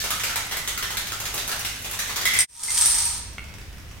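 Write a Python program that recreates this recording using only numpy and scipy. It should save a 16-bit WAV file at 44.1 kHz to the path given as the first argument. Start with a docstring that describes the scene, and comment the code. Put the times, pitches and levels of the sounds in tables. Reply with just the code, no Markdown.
"""Thin plastic cases slap down one after another on the stone floor of a bare, echoing room.
The last one trips a row of hard dominoes, which knock each other over in a quick, bright clatter.
Then a small box clacks over and a row of light cards patters away. A low rumble and hum lie underneath,
and the whole sound dips out briefly as the dominoes start. Each hit is made of a tiny burst of noise
(the contact), a few fading tones (the object ringing), or both."""
import sys
import numpy as np
from scipy import signal
from scipy.fft import rfft, irfft
from scipy.io import wavfile

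SR = 44100
rng = np.random.default_rng(int(sys.argv[2]) if len(sys.argv) > 2 else 0)


def store_pcm(level_fs):
    """Save levels as 16-bit WAV."""
    pcm = np.round(np.clip(level_fs, -1, 1) * 32767).astype(np.int16)
    wavfile.write(sys.argv[1], SR, np.atleast_2d(pcm).T)


N = 176400
TIME = np.arange(N) / SR
AGE = TIME[:SR // 8]   # seconds since a hit

# tone colour of one domino touching another: (frequency [Hz], level [dB])
TICK_COLOUR = [(200, -30), (580, -37), (900, -18), (1700, -8), (3000, -7.5), (5000, -0.5), (7200, -1.5),
               (9500, -1.5), (11500, -7), (16000, -14)]


def from_db(db):
    """Turn decibels into a number to multiply a sound by."""
    return 10 ** (np.asarray(db) / 20)


def at_hz(points, hz):
    """Read a table at any frequency, giving each octave equal space."""
    frequencies, values = np.transpose(points)
    return np.interp(np.log(np.maximum(hz, 1)), np.log(frequencies), values)


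def level(points, s):
    """Read a table of times and decibels as a gain at time s."""
    return from_db(np.interp(s, *np.transpose(points)))


def colour(x, spectrum):
    """Make some frequencies louder and others softer; white noise keeps its power."""
    size = 2 * N
    gain = from_db(at_hz(spectrum, np.arange(N + 1) * SR / size))
    gain /= np.sqrt(np.mean(gain ** 2))
    # fold the filter forward in time, so nothing sounds before its hit
    cepstrum = irfft(np.log(gain))
    cepstrum[1:N] *= 2
    cepstrum[N + 1:] = 0
    return irfft(rfft(x, size) * np.exp(rfft(cepstrum)))[..., :N]


def add(track, s, sound):
    """Mix a short sound into a track, starting at s seconds."""
    start = int(np.clip(s * SR, 0, N - 1))
    track[..., start:start + sound.shape[-1]] += sound[..., :N - start]


def fade(age, fade_s):
    """A smooth dying away; a fade time is always the time taken to drop by 60 dB."""
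    return np.exp(-np.log(1000) * age / fade_s)


def crack(fade_s):
    """Two things touch: a burst of noise that dies at once, with an energy of 1."""
    burst = rng.standard_normal(len(AGE)) * fade(AGE, fade_s)
    return burst / np.linalg.norm(burst)


def ring(tones, pitch=1, spread_db=0):
    """A struck object rings with a few fading tones; spread_db varies their strength by chance."""
    out = 0
    for hz, db, fade_s in tones:
        wave = np.sin(2 * np.pi * hz * pitch * AGE) * fade(AGE, fade_s)
        gain = from_db(db + spread_db * rng.standard_normal())
        out = out + wave / np.linalg.norm(wave) * gain * rng.choice([-1, 1])
    return out


def stereo_noise(likeness):
    """White noise for two ears: the same in both where likeness is 1, unrelated where it is 0."""
    mid, side = rfft(rng.standard_normal((2, N)))
    alike = np.clip(at_hz(likeness, np.arange(len(mid)) * SR / N), -1, 1)
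    return irfft(np.sqrt((1 + alike) / 2) * mid + np.sqrt((1 - alike) / 2) * side * [[1], [-1]], N)


def room_response():
    """The floor and walls throw back dense early echoes, then a tail that dies band by band."""
    # how long the echo lasts: (frequency [Hz], fade time [s])
    fade_times = [(200, 0.45), (1000, 0.93), (3000, 1), (8500, 0.56), (15000, 0.28)]
    # how alike the echo is in both ears: (frequency [Hz], likeness [0 to 1])
    likeness = [(100, 0), (500, 0.52), (1500, 0.31), (4000, 0.03), (15000, 0.09)]
    first_echo_s, early_s, early_db = .003, 0.027, -5.5
    age, tail = TIME[:SR], 0
    noise = rfft(stereo_noise(likeness)[:, :SR])
    hz, edges = np.arange(noise.shape[1]), np.geomspace(60, SR / 2, 16)
    for low, high in zip(edges, edges[1:]):
        band = irfft(noise * (hz >= low) * (hz < high))
        tail = tail + band * fade(age, at_hz(fade_times, np.sqrt(low * high)))
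    early_boost = 1 + from_db(early_db) * np.exp(-(age / early_s) ** 2)
    echo = tail * (age > first_echo_s) * early_boost
    return echo / np.sqrt(np.sum(echo ** 2) / 2)


def in_room(spots, echo_db, direct_gain=1, right_lag_s=0):
    """Sound comes straight to the ears, then as echoes; each spot on the floor (a row) has its own."""
    left = direct_gain * spots.sum(axis=0)
    right = np.interp(TIME - right_lag_s, TIME, left)
    echoes = sum(signal.fftconvolve(spot[None], room_response(), axes=1)[:, :N] for spot in spots)
    return np.array([left, right]) + from_db(echo_db) * echoes


def background():
    """Steady room air and mains hum, with a deep rumble that swells late."""
    # tone colour of the air: (frequency [Hz], level [dB])
    air_colour = [(20, -8), (50, -4), (80, -6.5), (130, -9.5), (200, -12), (350, -17.5), (800, -24.5),
                  (2000, -21), (6000, -29.5), (16000, -34.5)]
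    # how alike air and rumble are in both ears: (frequency [Hz], likeness [0 to 1])
    likeness = [(40, 1), (130, 0.67), (400, 0.82), (2000, 0.0087), (15000, 0)]
    # tone colour of the rumble: (frequency [Hz], level [dB])
    rumble_colour = [(20, -17), (45, -4), (68, 3), (100, -12), (180, -16), (350, -37), (2000, -80)]
    # how the rumble swells: (time [s], level [dB])
    swell = [(0, -45), (1.2, -64), (2.2, -49), (2.7, -47), (3.15, -37.5), (3.6, -36.5), (4, -38.5)]
    # tones of the hum: (frequency [Hz], level [dB])
    hum_tones = [(51, -48), (101, -47.5)]
    air = from_db(-40) * colour(stereo_noise(likeness), air_colour)
    rumble = level(swell, TIME) * colour(stereo_noise(likeness), rumble_colour)
    hum = sum(np.sqrt(2) * from_db(db) * np.sin(2 * np.pi * (hz * TIME + rng.random()))
              for hz, db in hum_tones)
    return air + rumble + hum


def cards(gain_db=12.5, patter_from_s=3.6, patter_per_s=65, patter_db=-43):
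    """Light cards flip over: a few clear flicks and a soft patter."""
    # the clear flicks: (time [s], strength [dB])
    flicks = [(3.33, -31.5), (3.441, -27), (3.485, -30.5), (3.54, -25.5), (3.584, -25.5), (3.615, -29.5),
              (3.728, -31.5), (3.782, -29.5), (3.89, -36), (3.913, -29)]
    # tone colour of a flick: (frequency [Hz], level [dB])
    flick_colour = [(200, -2), (900, -3.5), (2500, -1), (4200, -10), (5700, -2.5), (6800, -8.5),
                    (10000, -13.5), (16000, -21)]
    out = np.zeros(N)
    patter = [(s + rng.random() / patter_per_s, patter_db + rng.normal(0, 5.6))
              for s in np.arange(patter_from_s, N / SR, 1 / patter_per_s)]
    for s, db in flicks + patter:
        add(out, s, from_db(gain_db + db) * crack(fade_s=0.018))
    return colour(out, flick_colour)[None]


def box(gain_db=11):
    """A small box lands with a hollow double clack and bounces faintly."""
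    # the landing and bounces: (time [s], strength [dB])
    hits = [(3.3825, -17.5), (3.3935, -22.5), (3.41, -63), (3.439, -34)]
    # tones the box rings with: (frequency [Hz], level [dB], fade time [s])
    tones = [(1470, -5, 0.022), (2176, 4, 0.021), (2296, -6, 0.026), (2700, -3.5, 0.0083),
             (3220, -12, 0.014)]
    out = np.zeros((1, N))
    for s, db in hits:
        add(out, s, from_db(gain_db + db) * ring(tones))
    return out


def settling_case(s=2.684, hz=2092, db=5, fade_s=0.12):
    """A plastic case settles with a brief hollow ring during the domino clatter."""
    out = np.zeros((1, N))
    add(out, s, ring([(hz, db, fade_s)]))
    return out


def domino_clatter(gain_db=11, contacts_per_s=190, contact_db=-14.5, spread_db=2.5, tick_db=1):
    """Falling dominoes make a stream of small, hard contacts; each one ticks and rings."""
    # how hard the dominoes are falling: (time [s], level [dB])
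    vigour = [(2.48, -12), (2.56, -1), (2.68, -3.5), (2.75, -4.5), (2.775, 2), (2.88, 1.5), (3.0, -2),
              (3.09, -7), (3.15, -10), (3.2, -18)]
    # tones a domino rings with: (frequency [Hz], level [dB], fade time [s])
    tones = [(828, -22, 0.071), (949, -16, 0.086), (1250, -19, 0.03), (5840, -9, 0.023), (8320, 0, 0.038),
             (8990, -2.5, 0.022), (9970, -10.5, 0.026)]
    ticks, rings = np.zeros((2, 3, N))
    for k, slot in enumerate(np.arange(vigour[0][0], vigour[-1][0], 1 / contacts_per_s)):
        spot = k % len(ticks)
        s = slot + rng.uniform(-1, 1) / contacts_per_s
        gain = level(vigour, s) * from_db(contact_db + spread_db * np.clip(rng.standard_normal(), -2, 1))
        add(ticks[spot], s, gain * from_db(tick_db) * crack(fade_s=.006))
        pitch = 1 + .01 * rng.standard_normal()
        add(rings[spot], s, gain * ring(tones, pitch, spread_db=3.5))
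    return from_db(gain_db) * (colour(ticks, TICK_COLOUR) + rings)


def domino_clicks(tick_gain_db=7, ring_gain_db=15, ring_fade_s=0.023):
    """Dominoes that hit squarely ring out above the rest."""
    # the loudest clicks: (time [s], strength [dB], ring pitch [Hz], extra tick strength [dB])
    hits = [(2.3891, -1, 8710, 0.5), (2.395, -8, 9570, -1), (2.406, -7, 8400, 8), (2.6348, -5, 8900, 6),
            (2.7049, -7.5, 8750, 7), (2.7183, -9.5, 9200, 0), (2.7468, -10, 9200, 5),
            (2.7725, -15, 9500, 12), (2.7772, -12.5, 9460, 15), (2.8116, 0, 8440, -1.5),
            (2.8223, -6, 8700, 5), (2.8587, 0, 9380, 1.5), (2.868, -12, 9170, -6), (2.9006, -4.5, 9040, -1),
            (2.918, -10, 8400, 4), (2.9435, -19, 8050, 13), (2.9845, -13, 9200, 12),
            (3.003, -14.5, 9040, 9), (3.042, -11, 9200, -13), (3.0543, -9.5, 8440, 3.5)]
    ticks, rings = np.zeros((2, 2, N))
    for k, (s, db, hz, tick_db) in enumerate(hits):
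        add(ticks[k % 2], s, from_db(db + tick_db + tick_gain_db) * crack(fade_s=0.019))
        add(rings[k % 2], s, ring([(hz, db + ring_gain_db, ring_fade_s)]))
    return colour(ticks, TICK_COLOUR) + rings


def case_snaps(gain_db=11, slips_per_s=50, slip_db=-26, slips_end_s=3):
    """Thin plastic edges slip faintly and snap as the cases lean on each other."""
    # an edge snaps past its neighbour: (time [s], strength [dB])
    snaps = [(.106, -12), (.237, -24), (.359, -11), (.570, -14.5), (.678, -13), (.777, -13.5), (.971, -15),
             (1.344, -14), (1.381, -22), (1.478, -15), (1.594, -14), (1.649, -20), (1.823, -21),
             (1.846, -31), (1.912, -14.5), (1.991, -15), (2.161, -17), (2.2545, -6)]
    # tone colour of a snap: (frequency [Hz], level [dB])
    snap_colour = [(300, -23), (1500, -11), (4000, -6), (8000, 4.5), (12500, 2), (16000, 0)]
    out = np.zeros((3, N))
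    slips = [(s + rng.random() / slips_per_s, slip_db)
             for s in np.arange(0, slips_end_s, 1 / slips_per_s)]
    for k, (s, db) in enumerate(snaps + slips):
        add(out[k % len(out)], s, from_db(gain_db + db) * crack(fade_s=0.014))
    return colour(out, snap_colour)


def falling_cases(gain_db=11, slap_fade_s=0.016):
    """Each case lands edge first, then flat, then rattles; every contact slaps, knocks and rings."""
    # a case strikes its neighbour or the floor; ring and knock are set against the slap:
    # (time [s], strength [dB], hollow ring [dB], ring pitch [Hz], floor knock [dB])
    hits = [(.002, -15, -9.5, 1766, -15), (.04, -16, -11, 2000, -6.5), (0.1051, -13, -5.5, 1305, -10.5),
            (.198, -18, -3.5, 1970, -24), (0.2362, -12.5, -12.5, 1980, -16), (.265, -25, -10, 2050, -5),
            (.295, -19.5, -1, 1370, -12), (0.3583, -15, -6, 2090, -5), (.512, -19, -3, 2030, -8),
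            (.521, -20, 4, 2057, -2.5), (.5686, -19.5, -10, 2170, -7.5), (0.6757, -15.5, -5, 2030, -11.5),
            (.7761, -19.5, -3, 1340, -32), (.826, -16.5, 0, 1874, -9), (.905, -20.5, -5, 1360, -1.5),
            (.9702, -15, -11, 2100, -17), (1.07, -21, -11, 1920, -11), (1.1198, -19, -4, 1415, -11),
            (1.2019, -20.5, -20, 1230, -1.5), (1.2545, -17, -18, 2130, -10),
            (1.3399, -19.5, -16, 1310, -5.5), (1.354, -24.5, -9, 1500, -2), (1.3792, -16, -9.5, 1980, -9),
            (1.477, -21, -3, 1390, -2), (1.493, -20.5, -6, 1460, -4.5), (1.515, -17, -2.5, 1685, -4.5),
            (1.5927, -22.5, -7, 2040, -4.5), (1.6488, -15, -10.5, 2180, -12.5),
            (1.76, -31, -5.5, 1990, -16), (1.8457, -19.5, -4, 2136, -8), (1.9114, -25.5, -14, 1960, -15),
            (1.9315, -20, -16, 2000, -7), (1.99, -13, -12, 1900, -13.5), (2.072, -22, -5, 2030, -11),
            (2.0945, -19, -16, 2030, -5.5), (2.16, -13.5, -11, 1377, -7), (2.2126, -15.5, -5, 1850, -8),
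            (2.2539, -10.5, 4.5, 2052, -35), (2.2792, -21, -17, 2150, -36), (2.3359, -12.5, 0, 2110, -30),
            (2.365, -14.5, 1, 2140, -36), (2.402, -24, -31, 2170, -32)]
    # tones a case rings with: (frequency [times its pitch], level [dB], fade time [s])
    tones = [(.82, -14, 0.031), (.95, -2.5, 0.049), (1.0, -1.5, 0.067), (1.08, -5.5, 0.046),
             (1.62, -6.5, .02)]
    # tone colour of a plastic slap: (frequency [Hz], level [dB])
    slap_colour = [(100, -13), (300, -17), (520, -14), (900, -12), (1400, -0.5), (2200, -1), (4000, -0.5),
                   (6500, -1), (10000, -6.5), (13000, -6.5), (16000, -13.5)]
    # tone colour of a knock on the floor: (frequency [Hz], level [dB])
    knock_colour = [(100, -12), (300, -7.5), (550, -1), (1000, 2), (1600, -5), (4000, -11)]
    flat_s, flat_db = .004, -4.5   # the face lands just after the edge
    rattles, rattle_s, rattle_db, fall_db_per_s = 5, .05, -8.5, 113
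    slaps, rings, knocks = np.zeros((3, 3, N))
    for k, (s, db, ring_db, hz, knock_db) in enumerate(hits):
        delays = flat_s + rattle_s * (np.arange(rattles) + rng.random(rattles)) / rattles
        landing = [(0, 0), (flat_s * rng.uniform(.5, 1.5), flat_db)]
        rattle = [(delay, rattle_db - fall_db_per_s * delay) for delay in delays]
        for j, (delay, contact_db) in enumerate(landing + rattle):
            spot = (k + j) % len(slaps)
            gain = from_db(gain_db + db + contact_db)
            add(slaps[spot], s + delay, gain * crack(slap_fade_s))
            add(knocks[spot], s + delay, gain * from_db(knock_db) * crack(slap_fade_s))
            add(rings[spot], s + delay, gain * from_db(ring_db) * ring(tones, hz, spread_db=2) / 2)
    return colour(slaps, slap_colour) + colour(knocks, knock_colour) + rings


def scene():
    """Everything falls in one room, a little louder in the right ear."""
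    # the direct sound of the cases rises slightly, sags near two seconds, then partly recovers:
    # (time [s], level [dB])
    direct_level = [(0, 2), (.4, 3), (1.5, 3.5), (2.1, -1), (2.26, 1.5)]
    # the cases and their echo drop away as the dominoes start: (time [s], level [dB])
    cases_gone = [(2.46, 0.5), (2.48, -22)]
    case_lag_s, domino_lag_s = .00007, -0.000017   # below zero, the right ear hears it first
    bed = background()
    light = in_room(box(), echo_db=-2.5) + in_room(settling_case(), echo_db=-10)
    light += in_room(cards(), echo_db=3)
    cases = in_room(falling_cases(), echo_db=8.5, direct_gain=level(direct_level, TIME),
                    right_lag_s=case_lag_s)
    cases += in_room(case_snaps(), echo_db=3.5, right_lag_s=case_lag_s)
    dominoes = in_room(domino_clicks(), echo_db=1, right_lag_s=domino_lag_s)
    dominoes += in_room(domino_clatter(), echo_db=2, right_lag_s=domino_lag_s)
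    return (bed + light + dominoes + cases * level(cases_gone, TIME)) * from_db([[-.5], [.5]])


def record(dry):
    """The level dips briefly, any peaks that are too loud are clipped and the highest treble is cut."""
    # level of the whole sound around the dip: (time [s], level [dB])
    dip = [(2.42, -2.5), (2.445, -10.5), (2.468, -48), (2.48, -40), (2.497, -25.5), (2.58, -22),
           (2.64, -13.5), (2.76, -5)]
    cutoff_hz = 15950
    clipped = np.clip(dry * level(dip, TIME), -1, 1)
    return signal.sosfilt(signal.ellip(12, .1, 80, cutoff_hz, fs=SR, output="sos"), clipped)


dry = scene()
out = record(dry)
store_pcm(out)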